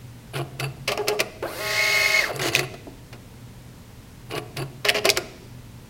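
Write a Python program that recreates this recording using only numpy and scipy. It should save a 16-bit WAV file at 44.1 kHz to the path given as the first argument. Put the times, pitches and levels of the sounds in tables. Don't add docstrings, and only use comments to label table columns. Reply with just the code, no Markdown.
import sys
import numpy as np
from scipy import signal
from scipy.fft import rfft, irfft
from scipy.io import wavfile

SR = 44100
rng = np.random.default_rng(int(sys.argv[2]) if len(sys.argv) > 2 else 0)


def bounce(signal):
    frames = np.transpose(np.atleast_2d(signal))
    limited = np.clip(frames, -1, 1)
    pcm = np.round(limited * 32767).astype(np.int16)
    wavfile.write(sys.argv[1], SR, pcm)


N = 259749
TIME = np.arange(N) / SR

# (start [s], length [s], whir level [dB], hum level [dB], 0 forward or 1 back)
CUTS = [(0.334, 0.081, -33, -33, 0), (0.592, 0.073, -35, -30, 1), (2.326, 0.059, -39.5, -37.5, 1),
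        (2.391, 0.0994, -29.5, -40.5, 0), (2.505, 0.14, -35, -38.5, 1), (4.299, 0.091, -34, -58, 0),
        (4.562, 0.069, -34, -32.5, 1)]


def amp(db):
    return 10 ** (np.asarray(db) / 20)


def unit(x):
    return x / np.sqrt(np.mean(x ** 2) + 1e-20)


def read(points, hz):
    f, value = np.transpose(points)
    return np.interp(np.log(hz + 1), np.log(f + 1), value)


def add(mix, s, sound):
    part = mix[round(s * SR):][:len(sound)]
    part += sound[:len(part)]


def colour(x, points, size=4096):
    gain = unit(amp(read(points, abs(np.fft.fftfreq(size, 1 / SR)))))
    log_response = np.conj(signal.hilbert(np.log(gain + 1e-5)))
    taps = np.fft.ifft(np.exp(log_response)).real
    return signal.oaconvolve(x, taps[:size // 2])[:len(x)]


def drift(rate_hz):
    lowpass = np.exp(-(np.fft.rfftfreq(N, 1 / SR) / rate_hz) ** 2)
    return unit(irfft(rfft(rng.standard_normal(N)) * lowpass, N))


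def resonate(x, hz, width_hz):
    radius = np.exp(-np.pi * width_hz / SR)
    pole = radius * np.exp(2j * np.pi * hz / SR)
    return unit(signal.lfilter([1], [1, -pole], x).real)


def ring(modes, t):
    return sum(amp(db - 60 * t / t60_s) * np.sin(2 * np.pi * (hz * t + rng.random()))
               for hz, db, t60_s in modes)


def gate(t, length, rise, fall):
    build_up = 1 - np.exp(-np.maximum(t, 0) / rise)
    return build_up * np.exp(-np.maximum(t - length, 0) / fall)


def ramp(start, length):
    return np.clip((TIME - start) / length, 0, 1)


def teeth(turns, sharp):
    return unit(np.exp(-sharp * (turns % 1))) * rng.standard_normal(len(turns))


def step_tones(tones, steps, level_wander_db, level_hz, phase_wander_rad, phase_hz):
    return sum(amp(db + level_wander_db * drift(level_hz)) * np.sqrt(2)
               * np.sin(2 * np.pi * k * steps + phase_wander_rad * drift(phase_hz)) for k, db in tones)


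def motor_whine(steps, speed):
    # (frequency [cycles/step], relative level [dB])
    whine_tones = [(20 / 24, -15), (31 / 32, -10), (32 / 32, -0.57), (28 / 24, -15), (38 / 32, -29),
                   (43 / 32, -29), (44 / 32, -19), (64 / 32, -14.5), (65 / 32, -27), (95 / 32, -23),
                   (96 / 32, -29), (97 / 32, -24)]
    # (start [s], length [s], level [dB])
    print_blocks = [(1.644, 0.044, -31), (1.761, 0.12, -24.5), (1.887, 0.18, -23), (2.095, 0.11, -21),
                    (2.212, 0.039, -13)]
    rise_s, fall_s, blank_db = 0.021, 0.017, -46
    printing = amp(blank_db) + sum(amp(db) * gate(TIME - s, length, rise_s, fall_s)
                                   for s, length, db in print_blocks)
    in_tune = .14 + .86 * np.exp(-(1 - speed) / .06)
    return printing * in_tune * step_tones(whine_tones, steps, 3.7, 120, 0.088, 71)


def gear_tones(steps, speed):
    # (frequency [cycles/step], relative level [dB])
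    mesh_tones = [(6 / 32, -45.5), (7 / 24, -35.5), (7 / 18, -46), (12 / 24, -43), (14 / 24, -42.5),
                  (16 / 24, -43.5), (21 / 24, -45.5), (28 / 24, -54)]
    level_db = 0.5
    return amp(level_db) * speed ** 3 * step_tones(mesh_tones, steps, 1.5, 20, 0.1, 30)


def gear_rasp(steps, speed):
    # (frequency [Hz], relative level [dB])
    rasp_spectrum = [(150, -98), (250, -47), (398, -18), (491, -28), (615, -9.5), (935, -37), (1050, -18),
                     (1280, -26), (1340, -23.5), (2100, -5), (2330, -22), (2520, -12), (3350, -18),
                     (4450, -11.5), (9000, -31), (11700, -78), (19800, -120)]
    loaded_db, idle_change_db, db_per_octave = -26, -10, 11
    load_s, load_rise_s = 1.593, 0.15
    level_db = loaded_db + db_per_octave * np.log2(speed) + idle_change_db * (1 - ramp(load_s, load_rise_s))
    throb = np.cos(2 * np.pi * steps / 32)
    return amp(level_db) * colour(teeth(steps, sharp=0.87) * (1 + 0.074 * throb), rasp_spectrum)


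def paper_hiss(speed):
    # (frequency [Hz], relative level [dB])
    paper_spectrum = [(3000, -26), (6000, -5), (9000, 4), (12500, 5.5), (15000, 2), (17000, 0.5)]
    full_speed_db, db_per_octave = -40.5, 5.5
    bend_s, bend_width_s, bend_db = 2, 0.15, 3.5
    bend = np.exp(-((TIME - bend_s) / bend_width_s) ** 2)
    level_db = full_speed_db + db_per_octave * np.log2(speed) + bend_db * bend
    return amp(level_db) * colour(rng.standard_normal(N) * amp(1.2 * drift(400)), paper_spectrum)


def frame_shudder(steps, speed, braking):
    # (frequency [Hz], relative level [dB])
    frame_spectrum = [(120, -63), (200, -17), (387, -1.5), (654, -0.5), (929, -11.5), (1470, -7.5),
                      (1700, -12), (2110, -23), (2320, -16), (2520, -15.5), (5000, -33), (6500, -61),
                      (11000, -120)]
    crawl_db, full_speed_change_db, brake_extra_db, tone_db = -29, -17.5, 3, -9
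    level_db = crawl_db + full_speed_change_db * speed + brake_extra_db * (braking > 0)
    tone = np.sin(2 * np.pi * steps) + np.sin(4 * np.pi * steps)
    shaking = teeth(steps, sharp=4.7) + amp(tone_db) * tone
    return amp(level_db) * colour(shaking, frame_spectrum)


def feed():
    start_s, cruise_s, brake_s, stop_s = 1.424, 1.612, 2.2, 2.325
    slow_hz, full_hz = 360, 2172.6
    braking = ramp(brake_s, stop_s - brake_s)
    progress = ramp(start_s, cruise_s - start_s) - braking ** 1.2
    rate_hz = slow_hz + (full_hz - slow_hz) * progress
    speed = rate_hz / full_hz
    hunting = .06 * np.sqrt(abs(1 - speed)) + .1 * np.sqrt(braking)
    steps = np.cumsum(rate_hz * (1 + .0006 * drift(65) + hunting * drift(170))) / SR
    running = gate(TIME - start_s, 0.888, rise=0.0022, fall=0.0091)
    tones = motor_whine(steps, speed) + gear_tones(steps, speed)
    noises = gear_rasp(steps, speed) + paper_hiss(speed) + frame_shudder(steps, speed, braking)
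    return running * (tones + noises)


def jogs():
    # (start [s], length [s], step rate [Hz], hum [dB], rattle [dB], rotor ring [dB])
    jog_rows = [(0.875, 0.036, 410, -29, -21, -13), (0.974, .034, 420, -20.5, -36.5, -22.5),
                (1.07, .054, 420, -21, -29.5, -18.5), (1.19, .016, 406, -25.5, -19.5, -21.5),
                (4.846, .042, 413, -26, -21, -19.5), (4.9436, 0.048, 416, -27, -19.5, -33),
                (5.0422, 0.048, 400, -21, -21, -40), (5.162, .018, 346, -27, -27, -29)]
    # (multiple of step rate, relative level [dB])
    hum_harmonics = [(1, -4), (2, -14), (3, -34), (4, -25.5)]
    # (frequency [Hz], relative level [dB])
    rattle_spectrum = [(120, -38), (200, -5.5), (283, -11), (409, -10.5), (635, 3), (899, -24),
                       (1020, -2.5), (1560, -13), (1740, -7.5), (2960, -4.5), (3560, -18.5), (4860, -12),
                       (7830, -30.5), (14100, -33), (16000, -40)]
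    # (frequency [Hz], width [Hz], relative level [dB])
    rotor_modes = [(701, 27, -0.5), (613, 89, -5.5), (1160, 61, -6.5)]
    hunt, rattle_fade_db = .018, -8
    out, t = np.zeros(N), np.arange(SR // 4) / SR
    for s, length, hz, hum_db, rattle_db, ring_db in jog_rows:
        steps = np.cumsum(hz * (1 + hunt * drift(90)[:len(t)])) / SR
        hum = sum(amp(db) * np.sqrt(2) * np.sin(2 * np.pi * k * steps) for k, db in hum_harmonics)
        fade_db = rattle_fade_db * np.minimum(t / length, 1)
        rattle = teeth(steps, sharp=3.3) * amp(rattle_db + fade_db)
        rotor = sum(amp(db) * resonate(rng.standard_normal(len(t)), f, width_hz)
                    for f, width_hz, db in rotor_modes)
        add(out, s, amp(hum_db) * hum * gate(t, length + 0.0072, rise=0.012, fall=0.01))
        add(out, s, colour(rattle * gate(t, length, rise=0.0019, fall=0.0024), rattle_spectrum))
        add(out, s + length, amp(ring_db) * rotor * gate(t, 0, rise=0.013, fall=0.014))
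    return out


def cutter():
    # (frequency [Hz], relative level [dB])
    whir_spectrum = [(700, -22), (1050, -2), (1400, 8.5), (1950, 0.5), (2700, 7.5), (3400, -7.5), (4700, 4),
                     (5600, -86), (9000, -6), (16000, -24)]
    growl_spectrum = [(60, -38), (130, -0.5), (210, -16.5), (310, 2.5), (440, 1.5), (530, -6), (750, -1),
                      (900, -13.5), (1100, -5), (1500, -22), (2500, -53)]
    # (frequency [Hz], width [Hz], relative level [dB])
    forward_rings = [(2410, 130, -9), (2843, 69, -2), (4930, 120, -24), (7700, 40, -18.5),
                     (10140, 870, -17.5)]
    back_rings = [(2640, 46, -3), (2846, 110, -19.5), (4600, 17, -8.5), (7440, 440, -15.5),
                  (10230, 57, -15), (10800, 450, -18)]
    motor_hz, whir_db, metal_db = 135, -4, -4
    ends_db, growl_first_db, growl_last_db = -3.5, -2, 5
    whir, metal, growl, hum = np.zeros((4, N))
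    t = np.arange(SR // 4) / SR
    for s, length, stroke_db, hum_db, back in CUTS:
        travel = np.minimum(t / length, 1)
        growl_db = growl_first_db + (growl_last_db - growl_first_db) * travel
        level = amp(stroke_db + ends_db * (2 * travel - 1) ** 2)
        level = level * gate(t, length, rise=0.00048, fall=0.0055)
        uneven_load = amp(5.0 * drift(160)[:len(t)])
        scrape = unit(teeth(motor_hz * t, sharp=0.52) * uneven_load)
        rings = back_rings if back else forward_rings
        singing = sum(amp(db) * resonate(scrape, hz, width_hz) for hz, width_hz, db in rings)
        add(whir, s, level * scrape)
        add(metal, s, level * singing)
        add(growl, s, level * amp(growl_db) * teeth(motor_hz * t, sharp=1.5))
        tone = np.sin(2 * np.pi * motor_hz * t)
        add(hum, s, amp(hum_db) * tone * gate(t, length, rise=0.017, fall=0.017))
    whir = amp(whir_db) * colour(whir, whir_spectrum)
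    return whir + amp(metal_db) * metal + colour(growl, growl_spectrum) + hum


def shear():
    # (start [s], length [s], level [dB])
    passes = [(2.413, 0.075, -28), (2.531, 0.063, -28.5)]
    # (frequency [Hz], relative level [dB])
    shear_spectrum = [(500, -10), (1100, -12.5), (2050, 9), (2300, -6), (2800, -2), (3500, -1.5), (4500, 3),
                      (5600, -7), (6500, -1), (8000, -10.5), (16000, -17)]
    level = sum(amp(db) * gate(TIME - s, length, rise=0.0017, fall=0.013) for s, length, db in passes)
    fibres = unit(rng.standard_normal(N) * amp(2.7 * drift(700)))
    return colour(level * fibres, shear_spectrum)


def squeaks():
    cutter_hz, cutter_db, cutter_s, lead_s = 11100, -50, .008, .007
    width_hz = 600
    rows = [(1.474, 0.017, 4250, -43.5)]
    for s, length, _, _, back in CUTS:
        if not back:
            rows += [(start, cutter_s, cutter_hz, cutter_db) for start in (s - lead_s, s + length)]
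    out, t = np.zeros(N), np.arange(SR // 8) / SR
    for s, length, hz, db in rows:
        whistle = resonate(rng.standard_normal(len(t)), hz, width_hz)
        whistle = resonate(whistle, hz, width_hz)
        add(out, s, amp(db) * whistle * gate(t, length, rise=.002, fall=0.0027))
    return out


def blows(rows, thud_db, tick_db, rise):
    # (frequency [Hz], relative level [dB])
    tick_spectrum = [(2000, -35), (4000, 6), (5200, 5), (7000, -3.5), (10000, -5), (16000, -10.5)]
    crack_spectrum = [(700, -34), (1400, -22.5), (2050, 0.5), (2750, 2), (3400, -5.5), (4500, -8),
                      (6000, -20), (10000, -27)]
    thud_spectrum = [(100, -40.5), (250, -10.5), (420, -0.5), (700, -7.5), (900, -15), (1150, -11),
                     (2000, -19), (4000, -79)]
    # (frequency [Hz], relative level [dB], t60 [s])
    casing_modes = [(382, 7.5, 0.057), (446, -4.5, 0.16), (637, 9, 0.11), (711, 4, 0.079),
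                    (980, -24, 0.071), (1426, 0, 0.096), (2040, -4, 0.084), (2990, -24, 0.06)]
    after_db, after_s = -18, 0.0093
    thud_share, tick_db_per_octave = 0.31, 3.5
    tick, crack, thud, casing = np.zeros((4, N))
    t = np.arange(SR // 5) / SR
    for s, db, pitch, decay in rows:
        contact, since = np.minimum(t / rise, 1) ** 2, np.maximum(t - rise, 0)
        blow = contact * (np.exp(-since / decay) + amp(after_db) * np.exp(-since / after_s))
        weight = amp(thud_db + thud_share * db)
        tick_noise, crack_noise, thud_noise = rng.choice([-1., 1.], (3, len(t)))
        add(tick, s, amp(db + tick_db + tick_db_per_octave * np.log2(pitch)) * blow * tick_noise)
        pitched = [(hz * pitch, level_db) for hz, level_db in crack_spectrum]
        add(crack, s, amp(db) * colour(blow * crack_noise, pitched))
        add(thud, s, weight * contact * np.exp(-since / (decay + 0.0074)) * thud_noise)
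        add(casing, s, weight * contact * ring(casing_modes, t))
    return colour(tick, tick_spectrum) + crack + amp(-3.0) * colour(thud, thud_spectrum) + amp(-13.0) * casing


def clacks():
    # (time [s], level [dB], decay [s])
    clatter_rows = [(.352, -39, .003), (.371, -36, 0.0097), (0.5963, -24, 0.0054), (0.876, -22, 0.01),
                    (.916, -24.5, 0.0094), (2.3924, -27, 0.003), (2.738, -42, 0.0069), (3.126, -42, 0.012),
                    (4.3094, -34, 0.0027), (4.3198, -39, .003), (4.35, -33.5, 0.0052),
                    (4.376, -32.5, 0.0058), (4.568, -27.5, 0.0063), (4.618, -54, 0.0024),
                    (4.849, -19, .0025)]
    knock_rows = [(0.974, -26.5, 0.0008), (1.0815, -17, 0.0041), (1.2013, -17.5, 0.0049),
                  (1.425, -40, 0.0022), (5.0524, -16.5, .0047), (5.171, -16, 0.0029)]
    # (time [s], level [dB], pitch [factor])
    snap_rows = [(2.3615, -28.5, 2.86), (2.5505, -8, 1), (2.56, -17, 1.34), (2.5924, -11.5, .92),
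                 (4.8861, -11, 0.93), (4.892, -7.5, 0.9), (4.899, -10, 0.83), (5.091, -6, 1),
                 (5.1006, -7, 1.62)]
    snap_decay_s = .0016
    clatters = [(s, db, 1, decay) for s, db, decay in clatter_rows]
    knocks = [(s, db, 1, decay) for s, db, decay in knock_rows]
    snaps = [(s, db, pitch, snap_decay_s) for s, db, pitch in snap_rows]
    return (blows(clatters, thud_db=-24, tick_db=-4.5, rise=0.0023)
            + blows(knocks, thud_db=-12.5, tick_db=0.0, rise=0.0019)
            + blows(snaps, thud_db=-23, tick_db=-7, rise=0.00054))


def bumps():
    # (time [s], level [dB], decay [s])
    bump_rows = [(2.868, -28, 0.0082)]
    # (frequency [Hz], relative level [dB])
    desk_spectrum = [(120, -35), (270, 1.5), (480, -2.5), (600, -13), (760, -6.5), (1100, -26), (1400, -32),
                     (4000, -64)]
    out, t = np.zeros(N), np.arange(SR // 8) / SR
    for s, db, decay in bump_rows:
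        add(out, s, amp(db) * gate(t, 0.0026, rise=0.0013, fall=decay) * rng.standard_normal(len(t)))
    return colour(out, desk_spectrum)


def room(x):
    # (frequency [Hz], t60 [s])
    decay_times = [(120, 0.73), (400, 0.99), (1000, 0.39), (3000, 0.85), (6000, 0.99), (15000, 0.067)]
    # (frequency [Hz], relative level [dB])
    tail_spectrum = [(100, 11.5), (400, 0.5), (1000, 4), (2500, -6), (6000, -11), (15000, -1.5)]
    wet_db, early_db = -15, -13
    hz, t, bands = signal.stft(rng.standard_normal(SR), SR, nperseg=256)
    decay = amp(-60 * t / read(decay_times, hz)[:, None]) * (1 - np.exp(-t / 0.0013))
    tail = signal.istft(bands * decay, SR, nperseg=256)[1][:SR]
    tail = colour(tail / np.linalg.norm(tail), tail_spectrum)
    t = np.arange(SR) / SR
    sparse = rng.random(SR) < 900 / SR
    early = rng.standard_normal(SR) * sparse * np.exp(-t / 0.0091) * (t > .002)
    response = amp(wet_db) * tail + amp(early_db) * early / np.linalg.norm(early)
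    return x + signal.fftconvolve(x, response)[:N]


def background():
    # (frequency [Hz], relative level [dB])
    air_spectrum = [(12, -33), (20, -5), (91, -5.5), (120, 1.5), (146, -8.5), (177, -5.5), (204, -9),
                    (241, -6), (328, -16), (472, -17), (678, -23.5), (976, -21.5), (1150, -26),
                    (1960, -26.5), (16000, -38)]
    air_db, hum_db, hum_hz = -44, -49, 121
    hum = amp(2 * drift(4.5)) * np.sin(2 * np.pi * hum_hz * TIME + .5 * drift(15))
    air = colour(rng.standard_normal(N), air_spectrum, size=16384)
    return amp(air_db) * air + amp(hum_db) * unit(hum)


def scene():
    printer = feed() + jogs() + cutter() + shear() + squeaks() + clacks() + bumps()
    return (room(printer) + background())[None]


def record(dry):
    edge_hz = 16050
    lowpass = signal.firwin(511, edge_hz, window=("kaiser", 9), fs=SR)
    return signal.oaconvolve(np.clip(dry, -1, 1), lowpass[None], "same")


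dry = scene()
out = record(dry)
bounce(out)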